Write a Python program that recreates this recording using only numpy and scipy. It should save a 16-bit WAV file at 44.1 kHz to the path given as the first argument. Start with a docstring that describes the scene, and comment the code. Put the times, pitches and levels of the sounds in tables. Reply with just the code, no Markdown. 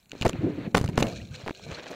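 """Pond, right at the water: a camera rides on a small motor-driven boat that skips over the surface.
Each contact slaps the microphone port (pressure, suction), ticks the plastic shell (ringing modes)
and churns water over the port (noise choked in snatches); trapped air gulps on a sinking note.
Between contacts air buffets the port (coloured noise), spray patters (random impulses), bubbles ring,
the hull thumps and gurgles, the wake splashes and the motor hums faintly (shaft-rate harmonics)."""
import sys
import numpy as np
from scipy import signal
from scipy.fft import rfft, irfft
from scipy.io import wavfile
from scipy.ndimage import uniform_filter1d

SR = 44100
rng = np.random.default_rng(int(sys.argv[2]) if len(sys.argv) > 2 else 0)


def store_wav(level_fs):
    """Save 16-bit WAV to argv[1]."""
    pcm = np.round(np.clip(np.atleast_2d(level_fs), -1, 1) * 32767)
    wavfile.write(sys.argv[1], SR, pcm.T.astype(np.int16))


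N = 85995


def undb(db):
    """Decibels to amplitude gain."""
    return 10 ** (np.asarray(db) / 20)


def unit(x):
    """Scale to rms 1."""
    return x / np.sqrt(np.mean(x ** 2))


def clock(start_s=0):
    """Seconds since start_s, negative before it."""
    return np.arange(N) / SR - start_s


def fader(curve):
    """Gain along (time_s, level_db) points, linear in dB."""
    return undb(np.interp(clock(), *np.array(curve).T))


def colour(x, spectrum):
    """Minimum-phase filter through (freq_hz, relative_db) points; rms 1."""
    hz, db = np.array(spectrum).T
    bin_hz = np.arange(N + 1) * SR / (2 * N)
    gain = undb(np.interp(np.log(bin_hz + 1), np.log(hz), db))
    # folding the cepstrum onto positive time makes the filter causal
    cepstrum = irfft(np.log(gain))
    cepstrum[1:N] *= 2
    cepstrum[N + 1:] = 0
    response = np.exp(rfft(cepstrum))
    return unit(irfft(rfft(x, 2 * N) * response)[:N])


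def noise(spectrum):
    """Coloured Gaussian noise, rms 1."""
    return colour(rng.standard_normal(N), spectrum)


def walk(points_per_s):
    """Straight lines between Gaussian points; spread near 1."""
    return np.interp(clock() * points_per_s, np.arange(N), rng.standard_normal(N))


# steady noise floor: freq_hz, relative_db
FLOOR_SPECTRUM = [(30, 1), (90, 1), (300, -17), (600, -5.5), (1200, -16), (3000, -28.5), (5000, -49),
                  (6800, -14), (9000, -19), (15500, -19)]
# its left-right difference: freq_hz, relative_db
FLOOR_SIDE_SPECTRUM = [(100, -31), (1000, -5), (3000, -16), (8000, -6), (15000, 1)]
FLOOR_DB, FLOOR_SIDE_DB = -69, -78


def noise_floor():
    """Steady hiss as coloured noise; returns mid, side."""
    return undb(FLOOR_DB) * noise(FLOOR_SPECTRUM), undb(FLOOR_SIDE_DB) * noise(FLOOR_SIDE_SPECTRUM)


# spectra of airflow, hiss and buffeting: freq_hz, relative_db
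AIRFLOW_SPECTRUM = [(20, -19), (65, -16), (110, -3.5), (210, -4.5), (330, 0), (420, -9), (640, -16),
                    (1000, -34.5), (2500, -41), (14000, -83)]
HISS_SPECTRUM = [(300, -13), (900, 1.5), (1500, 0.5), (2450, 1), (3300, -7.5), (4300, -7.5), (4900, -24),
                 (7000, -24.5), (14000, -54)]
BUFFET_SPECTRUM = [(20, -46.5), (60, -1), (110, 4), (200, 3), (350, -20), (560, -20), (900, -32.5),
                   (3000, -57)]
# their levels: time_s, level_db
AIRFLOW_LEVEL = [(0, -80), (.09, -66), (.12, -53.5), (.19, -49.5), (.22, -49), (.32, -41.5), (.345, -31.5),
                 (.385, -41), (.42, -32.5), (.468, -26.5), (.505, -33), (.54, -37), (.61, -37.5),
                 (.668, -31.5), (.69, -41), (.74, -48), (.92, -41.5), (.96, -45.5), (1.1, -49), (1.25, -55),
                 (1.95, -90)]
HISS_LEVEL = [(.08, -76), (.14, -58.5), (.31, -58.5), (.36, -48.5), (.46, -52), (.56, -52.5), (.665, -46),
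              (.695, -71), (.92, -61), (.97, -50.5), (1.1, -67), (1.25, -74)]
BUFFET_LEVEL = [(0, -74), (.3, -47), (.71, -51), (.85, -34.5), (.92, -38), (.96, -33), (1.09, -45),
                (1.18, -39), (1.27, -48.5), (1.33, -43), (1.42, -54), (1.54, -66.5), (1.62, -53),
                (1.69, -39), (1.77, -56), (1.95, -72)]
AIR_FLUTTER_DB = 4


def wind():
    """Air rushing past the port: fluttering flow, hiss and low buffeting."""
    flow = fader(AIRFLOW_LEVEL) * noise(AIRFLOW_SPECTRUM) * undb(AIR_FLUTTER_DB * walk(70))
    hiss = fader(HISS_LEVEL) * noise(HISS_SPECTRUM)
    buffet = fader(BUFFET_LEVEL) * noise(BUFFET_SPECTRUM)
    return flow + hiss + buffet


DROPS_PER_S, DROP_SPREAD_DB = 3500, 4
MIST_SHARE = 0.44  # amplitude against the drops
PATTER_FLUTTER_DB = 3.5


def patter(spectrum):
    """Countless droplets of uneven size as random impulses, over a fine mist of noise."""
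    hits = rng.random(N) < DROPS_PER_S / SR
    size_db = DROP_SPREAD_DB * np.minimum(rng.exponential(size=N), 5)
    drops = hits * rng.choice([-1, 1], N) * undb(size_db)
    mixed = unit(colour(drops, spectrum) + MIST_SHARE * noise(spectrum))
    return mixed * undb(PATTER_FLUTTER_DB * walk(60))


# falling spray: freq_hz, relative_db
SPRAY_SPECTRUM = [(530, -30), (900, -34), (1620, 2), (1800, -23), (2360, 5.5), (2820, -2.5), (3650, -1),
                  (4160, 6), (4850, -11), (5780, -3), (7150, -6.5), (10700, -30), (15000, -42)]
# falling spray: time_s, level_db
SPRAY_LEVEL = [(0, -71), (.09, -74), (.13, -64), (.21, -55), (.32, -62.5), (.72, -68.5), (.93, -61),
               (1.0, -62), (1.08, -51.5), (1.15, -50.5), (1.22, -55), (1.3, -62.5), (1.36, -52.5),
               (1.44, -56.5), (1.62, -54), (1.69, -54), (1.745, -42), (1.81, -56.5), (1.95, -57.5)]
SPRAY_SIDE = 0.05  # amplitude against the mid


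def spray():
    """Drops patter back onto the pond, with a faint independent side; returns mid, side."""
    level = fader(SPRAY_LEVEL)
    return level * patter(SPRAY_SPECTRUM), SPRAY_SIDE * level * patter(SPRAY_SPECTRUM)


BUBBLE_LOW_HZ, BUBBLE_HIGH_HZ = 1068, 5130
BUBBLE_DECAY_CYCLES, BUBBLE_RISE = 10.2, 0.0397  # rise: phase gained per decay time, as a share
BUBBLE_DB = -5  # against the spray level
BUBBLE_TILT_DB, BUBBLE_RANGE_DB = 10, 27


def bubbles():
    """Small bubbles of every size ring briefly and rise in pitch, as loud as the spray allows."""
    out = np.zeros(N + 2048)
    t = np.arange(2048) / SR
    for when, smallness, faintness in rng.random((260, 3)):
        hz = BUBBLE_LOW_HZ * (BUBBLE_HIGH_HZ / BUBBLE_LOW_HZ) ** smallness
        age = t * hz / BUBBLE_DECAY_CYCLES
        envelope = np.exp(-age) * (1 - np.exp(-6 * age))
        ring = np.sin(2 * np.pi * hz * t * (1 + BUBBLE_RISE * np.minimum(age, 4))) * envelope
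        start = int(when * N)
        level_db = BUBBLE_TILT_DB * smallness - BUBBLE_RANGE_DB * faintness
        out[start:start + len(t)] += undb(level_db) * ring
    return fader(SPRAY_LEVEL) * undb(BUBBLE_DB) * unit(out[:N])


# hard drops on the shell: start_s, level_db, pitch_hz
SHELL_TICKS = [(.0575, -44, 3600), (.0955, -39, 6500), (0.1084, -39, 2614), (0.1171, -23, 3140),
               (0.2127, -18.5, 4140), (.2198, -27, 6400), (.2222, -12, 2820), (.2282, -24, 4460),
               (0.235, -26, 3720), (0.2805, -20, 5030), (0.2941, -18.5, 7200), (0.3315, -25, 2280),
               (0.7535, -22.5, 4000), (0.773, -19, 3000), (0.7808, -28, 3500), (.8778, -24.5, 2930),
               (0.9318, -36.5, 2400), (.9572, -33, 9500), (1.0008, -22, 6540), (1.027, -7, 3570),
               (1.0322, -15.5, 3230), (1.069, -22.5, 3000), (1.0866, -27.5, 5950), (1.2170, -35.5, 3000),
               (1.3100, -37, 4070), (1.3420, -33.5, 2470), (1.3593, -29.5, 3500), (1.549, -31.5, 3970)]
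# modes of the plastic shell: freq_hz, level_db, t60_s
SHELL_MODES = [(1510, -3, 0.016), (2430, -3.5, 0.011), (2813, 0.5, 0.011), (3580, -3, 0.005),
               (4120, -7, 0.013), (4540, -3.5, 0.0059), (5600, -6, 0.0046), (6280, -10.5, 0.011),
               (7000, 3.5, 0.0045)]
MODE_SCATTER_DB, MODE_DETUNE = 2, .02  # per tick; detune as a share of freq_hz
TICK_FOCUS_DB_PER_OCTAVE = 9.5  # fall of the modes away from pitch_hz
CRACK_DB, CRACK_DECAY_S = -22.5556, 0.0013
TICK_ATTACK_S = .00025


def ticks():
    """Hard drops crack on the shell and ring its modes, a little differently each time."""
    out = np.zeros(N)
    hz, mode_db, t60_s = np.array(SHELL_MODES).T[:, :, None]
    t = np.arange(2048) / SR
    decay = np.exp(-np.log(1000) * t / t60_s)
    for start_s, level_db, pitch_hz in SHELL_TICKS:
        detune = 1 + MODE_DETUNE * rng.standard_normal(hz.shape)
        scatter_db = MODE_SCATTER_DB * rng.standard_normal(hz.shape)
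        focus_db = -TICK_FOCUS_DB_PER_OCTAVE * np.abs(np.log2(hz / pitch_hz))
        gain = undb(mode_db + scatter_db + focus_db)
        tones = np.sin(2 * np.pi * (hz * detune * t + rng.random(hz.shape)))
        ring = (gain * tones * decay).sum(axis=0)
        crack = undb(CRACK_DB) * rng.standard_normal(len(t)) * np.exp(-t / CRACK_DECAY_S)
        tick = (ring / np.abs(ring).max() + crack) * (1 - np.exp(-t / TICK_ATTACK_S))
        out += undb(level_db) * np.interp(clock(start_s), t, tick, left=0, right=0)
    return out


# soft drops on the port: start_s, level_db, pitch_hz
PORT_PLOPS = [(0.1326, -26, 480), (.1520, -28, 450), (1.4630, -22, 760), (1.467, -24.5, 480),
              (1.4719, -19.5, 466), (1.4787, -14, 2050), (1.4833, -15.5, 880), (1.4924, -21.5, 356),
              (1.4957, -19, 1510), (1.5081, -18, 306), (1.5104, -23.5, 810), (1.597, -34, 820),
              (1.666, -31, 600)]
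# snap of a plop: freq_hz, relative_db
SNAP_SPECTRUM = [(200, -6), (800, -1), (2500, -1.5), (4500, -10), (8000, -28), (16000, -46)]
PLOP_DECAY_CYCLES, PLOP_SNAP_DB = 0.67, -16.5


def plops():
    """Drops on the port: a noise snap and a heavily damped wobble."""
    out = np.zeros(N)
    for start_s, level_db, pitch_hz in PORT_PLOPS:
        t = np.maximum(clock(start_s), 0)
        snap = undb(PLOP_SNAP_DB) * noise(SNAP_SPECTRUM) * (t > 0)
        wobble = -np.sin(2 * np.pi * pitch_hz * t)
        out += undb(level_db) * (snap + wobble) * np.exp(-pitch_hz * t / PLOP_DECAY_CYCLES)
    return out


# water over the port: start_s, length_s, churn_db, crackle_db
PORT_WASHES = [(.212, 0.023, -28.5, -57), (0.252, 0.017, -24.5, -37.5), (0.276, 0.022, -33.5, -34.5),
               (0.745, 0.039, -24, -29.5), (0.797, 0.065, -38, -44.5), (0.883, 0.011, -25, -46.5),
               (0.973, 0.0388, -27.5, -34), (1.018, 0.041, -25, -37), (1.064, 0.018, -35, -57)]
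# churning and crackling water: freq_hz, relative_db
CHURN_SPECTRUM = [(20, -13.5), (60, -16), (120, 5), (250, -1.5), (500, -14.5), (900, -26.5), (2000, -33.5),
                  (8000, -66)]
CRACKLE_SPECTRUM = [(200, 9), (700, 5), (1500, 0.5), (3000, -5), (5200, -8.5), (6800, -9.5), (10000, -17.5),
                    (16000, -26)]
WASH_ATTACK_S, WASH_RELEASE_S = 0.00067, 0.0071
CHOKE_POINTS_PER_S, CHOKE_THRESHOLD, CHOKE_EDGE_S = 410, 0.79, .0002
SPIT_POINTS_PER_S, SPIT_DB = 550, 7
CRACKLE_SIDE = 0.32


def washes():
    """Churning water crackles in short spits and seals the port for instants; returns mid, side."""
    churn_gain, crackle_gain = np.zeros(N), np.zeros(N)
    for start_s, length_s, churn_db, crackle_db in PORT_WASHES:
        t = clock(start_s)
        release = np.exp(-np.maximum(t - length_s, 0) / WASH_RELEASE_S)
        shape = np.clip(t / WASH_ATTACK_S, 0, 1) * release
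        churn_gain += undb(churn_db) * shape
        crackle_gain += undb(crackle_db) * shape
    pressure = unit(np.tanh(0.86 * noise(CHURN_SPECTRUM)))
    is_open = 1. * (walk(CHOKE_POINTS_PER_S) < CHOKE_THRESHOLD)
    port_open = uniform_filter1d(is_open, max(1, int(CHOKE_EDGE_S * SR)))
    spits = undb(SPIT_DB * np.clip(walk(SPIT_POINTS_PER_S), -2, 1.5))
    # crackle follows the churn and leaks a little through the sealed port
    crackle = crackle_gain * unit((np.abs(pressure) * port_open + 0.054) * spits)
    mid = churn_gain * pressure * port_open + crackle * noise(CRACKLE_SPECTRUM)
    side = CRACKLE_SIDE * crackle * rng.standard_normal(N)
    return mid, side


# slaps on the port: start_s, level_db, width_ms, suction_db (against the slap)
PORT_SLAPS = [(0.2142, -21, 1.3, -38), (0.2288, -12.5, 0.13, -16), (0.2495, -16, 0.53, 5.5),
              (0.2541, -8, .6, -17), (0.2607, -18, 0.27, 8.5), (0.2658, -12, 1.44, -14),
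              (0.7471, -11, 0.15, -1), (0.7491, 2.5, 0.2, -4), (0.7667, -14.5, 0.3, -3),
              (0.7737, -11, 0.41, -40), (0.798, -26, 0.9, -2), (0.8133, -13, 1.1, -9.5),
              (0.842, -16, 0.67, -8), (.8890, -22, 1.5, -34), (0.9769, -8, 0.1, -36),
              (0.9798, -3.5, 0.4, -13), (1.0250, -5.5, 0.46, -6.5)]
SUCTION_DELAY_S = 0.00311
SUCTION_WIDTH, SLAP_RISE = 0.8, 0.46  # shares of the slap's and of the spike's width
SLAP_CRACKLE_DB = -22


def spike(start_s, width_s):
    """Pressure pulse with a fast rise and a slower fall."""
    t = clock(start_s) / width_s
    return np.exp(-np.where(t < 0, (t / SLAP_RISE) ** 2, np.abs(t) ** 1.77))


def slaps():
    """A spike of pressure as water closes the port, then suction as it lets go; both crackle."""
    pressure = np.zeros(N)
    for start_s, level_db, width_ms, suction_db in PORT_SLAPS:
        width_s = width_ms / 1000
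        push = spike(start_s, width_s)
        pull = undb(suction_db) * spike(start_s + SUCTION_DELAY_S, SUCTION_WIDTH * width_s)
        pressure += undb(level_db) * (push - pull)
    crackle = np.sqrt(np.abs(pressure)) * noise(CRACKLE_SPECTRUM)
    return pressure + undb(SLAP_CRACKLE_DB) * crackle


GULP_S, GULP_LENGTH_S, GULP_DB = .2545, .019, -14.5
GULP_START_HZ, GULP_END_HZ, GULP_ROUGH = 778, 421, .2  # rough: spread of log pitch
GULP_FLUTTER_DB, GULP_POWER = 4, 1.6


def gulp():
    """Trapped air: an uneven, rasping, sinking note, its wave bent by a power law."""
    age = np.clip(clock(GULP_S) / GULP_LENGTH_S, 0, 1)
    glide_hz = GULP_START_HZ * (GULP_END_HZ / GULP_START_HZ) ** age
    hz = glide_hz * np.exp(GULP_ROUGH * walk(1000))
    wave = np.sin(2 * np.pi * np.cumsum(hz * (age > 0)) / SR)
    bent = np.sign(wave) * np.abs(wave) ** GULP_POWER
    level = undb(GULP_DB + GULP_FLUTTER_DB * walk(700))
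    return -level * bent * np.sqrt(4 * age * (1 - age))


# thumps of air and water on the hull: centre_s, level_db, pitch_hz
HULL_BLOOPS = [(0.395, -22, 123), (0.679, -22, 190), (0.85, -18.5, 111), (1.131, -32, 125),
               (1.192, -33.5, 198), (1.223, -34, 108), (1.241, -35, 100), (1.316, -30, 104),
               (1.441, -32.5, 114), (1.723, -33, 102)]
BLOOP_CYCLES = 0.68


def bloops():
    """Low, rounded thumps on the hull: sines under a Gaussian envelope."""
    out = np.zeros(N)
    for centre_s, level_db, pitch_hz in HULL_BLOOPS:
        cycles = pitch_hz * clock(centre_s)
        out += undb(level_db) * np.sin(2 * np.pi * cycles) * np.exp(-(cycles / BLOOP_CYCLES) ** 2)
    return out


# gurgling along the hull: freq_hz, relative_db
SLOSH_SPECTRUM = [(100, -44), (180, 4.5), (300, 0), (480, 3), (680, 2), (850, -12.5), (1400, -21.5),
                  (2000, -41), (8000, -39)]
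# gurgling along the hull: time_s, level_db
SLOSH_LEVEL = [(.9, -95), (.96, -65), (1.04, -34), (1.11, -41), (1.18, -48), (1.26, -60.5), (1.62, -58),
               (1.72, -44.5), (1.76, -64), (1.888, -67), (1.905, -38), (1.95, -50.5)]
SLOSH_FLUTTER_DB = 2.5


def slosh():
    """Hollow gurgling along the hull: fluttering coloured noise."""
    return fader(SLOSH_LEVEL) * noise(SLOSH_SPECTRUM) * undb(SLOSH_FLUTTER_DB * walk(60))


# hum of the motor: time_s, level_db
HUM_LEVEL = [(.3, -95), (.98, -64), (1.08, -44.5), (1.19, -60), (1.27, -67.5), (1.36, -48.5), (1.45, -61),
             (1.55, -68.5), (1.68, -51.5), (1.85, -53), (1.95, -49)]
# multiples 1, 2, .. of the shaft rate: relative_db
SHAFT_ORDERS = [1, 6, -2.5, -13, -50.5, -10, -38, -32, -36, -0.5, -11, -7]
# shaft rate, sagging as the hull digs in: time_s, rate_hz
SHAFT_RATE = [(1.059, 217), (1.14, 244.8), (1.211, 253), (1.28, 272.7), (1.349, 255.6), (1.43, 243.2),
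              (1.551, 186.6), (1.609, 205.2), (1.669, 228.7), (1.779, 242.3), (1.855, 250.6), (1.95, 239)]
SHAFT_WOBBLE, ORDER_FLUTTER_DB = .006, 3.5  # wobble as a share of rate_hz


def motor():
    """The drive hums on fluttering multiples of its wobbling shaft rate."""
    rate_hz = np.interp(clock(), *np.array(SHAFT_RATE).T) * (1 + SHAFT_WOBBLE * walk(80))
    turns = np.cumsum(rate_hz) / SR
    hum = np.zeros(N)
    for order, order_db in enumerate(SHAFT_ORDERS, 1):
        gain = undb(order_db + ORDER_FLUTTER_DB * walk(24.46))
        hum += gain * np.sin(2 * np.pi * (order * turns + rng.random()))
    return fader(HUM_LEVEL) * unit(hum)


# wake splashing behind: freq_hz, relative_db
WAKE_SPECTRUM = [(100, -13.5), (250, -3), (600, 1.5), (1000, -6.5), (1600, -5), (2500, -8.5), (5000, -18),
                 (12000, -53)]
# wake splashing behind: time_s, level_db
WAKE_LEVEL = [(1.0, -48), (1.1, -55.5), (1.27, -79), (1.4, -49), (1.54, -81), (1.65, -66), (1.67, -52),
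              (1.745, -42.5), (1.82, -48), (1.95, -45)]


def wake():
    """Splashing droplets behind the boat, silent before the first level point."""
    started = clock(WAKE_LEVEL[0][0]) > 0
    return fader(WAKE_LEVEL) * patter(WAKE_SPECTRUM) * started


def scene():
    """Nearly mono: left and right differ only by faint floor, spray and crackle."""
    floor_mid, floor_side = noise_floor()
    spray_mid, spray_side = spray()
    wash_mid, wash_side = washes()
    air = floor_mid + wind()
    water = spray_mid + bubbles() + wake()
    port = plops() + wash_mid + slaps() + gulp()
    boat = ticks() + bloops() + slosh() + motor()
    mid = air + water + port + boat
    side = floor_side + spray_side + wash_side
    return np.array([mid + side, mid - side])


TOP_HZ = 15600


def record(dry):
    """The camera clips at full scale, then a steep low-pass cuts the top."""
    low_pass = signal.ellip(8, .2, 70, TOP_HZ, fs=SR, output="sos")
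    return signal.sosfilt(low_pass, np.clip(dry, -1, 1))


dry = scene()
out = record(dry)
store_wav(out)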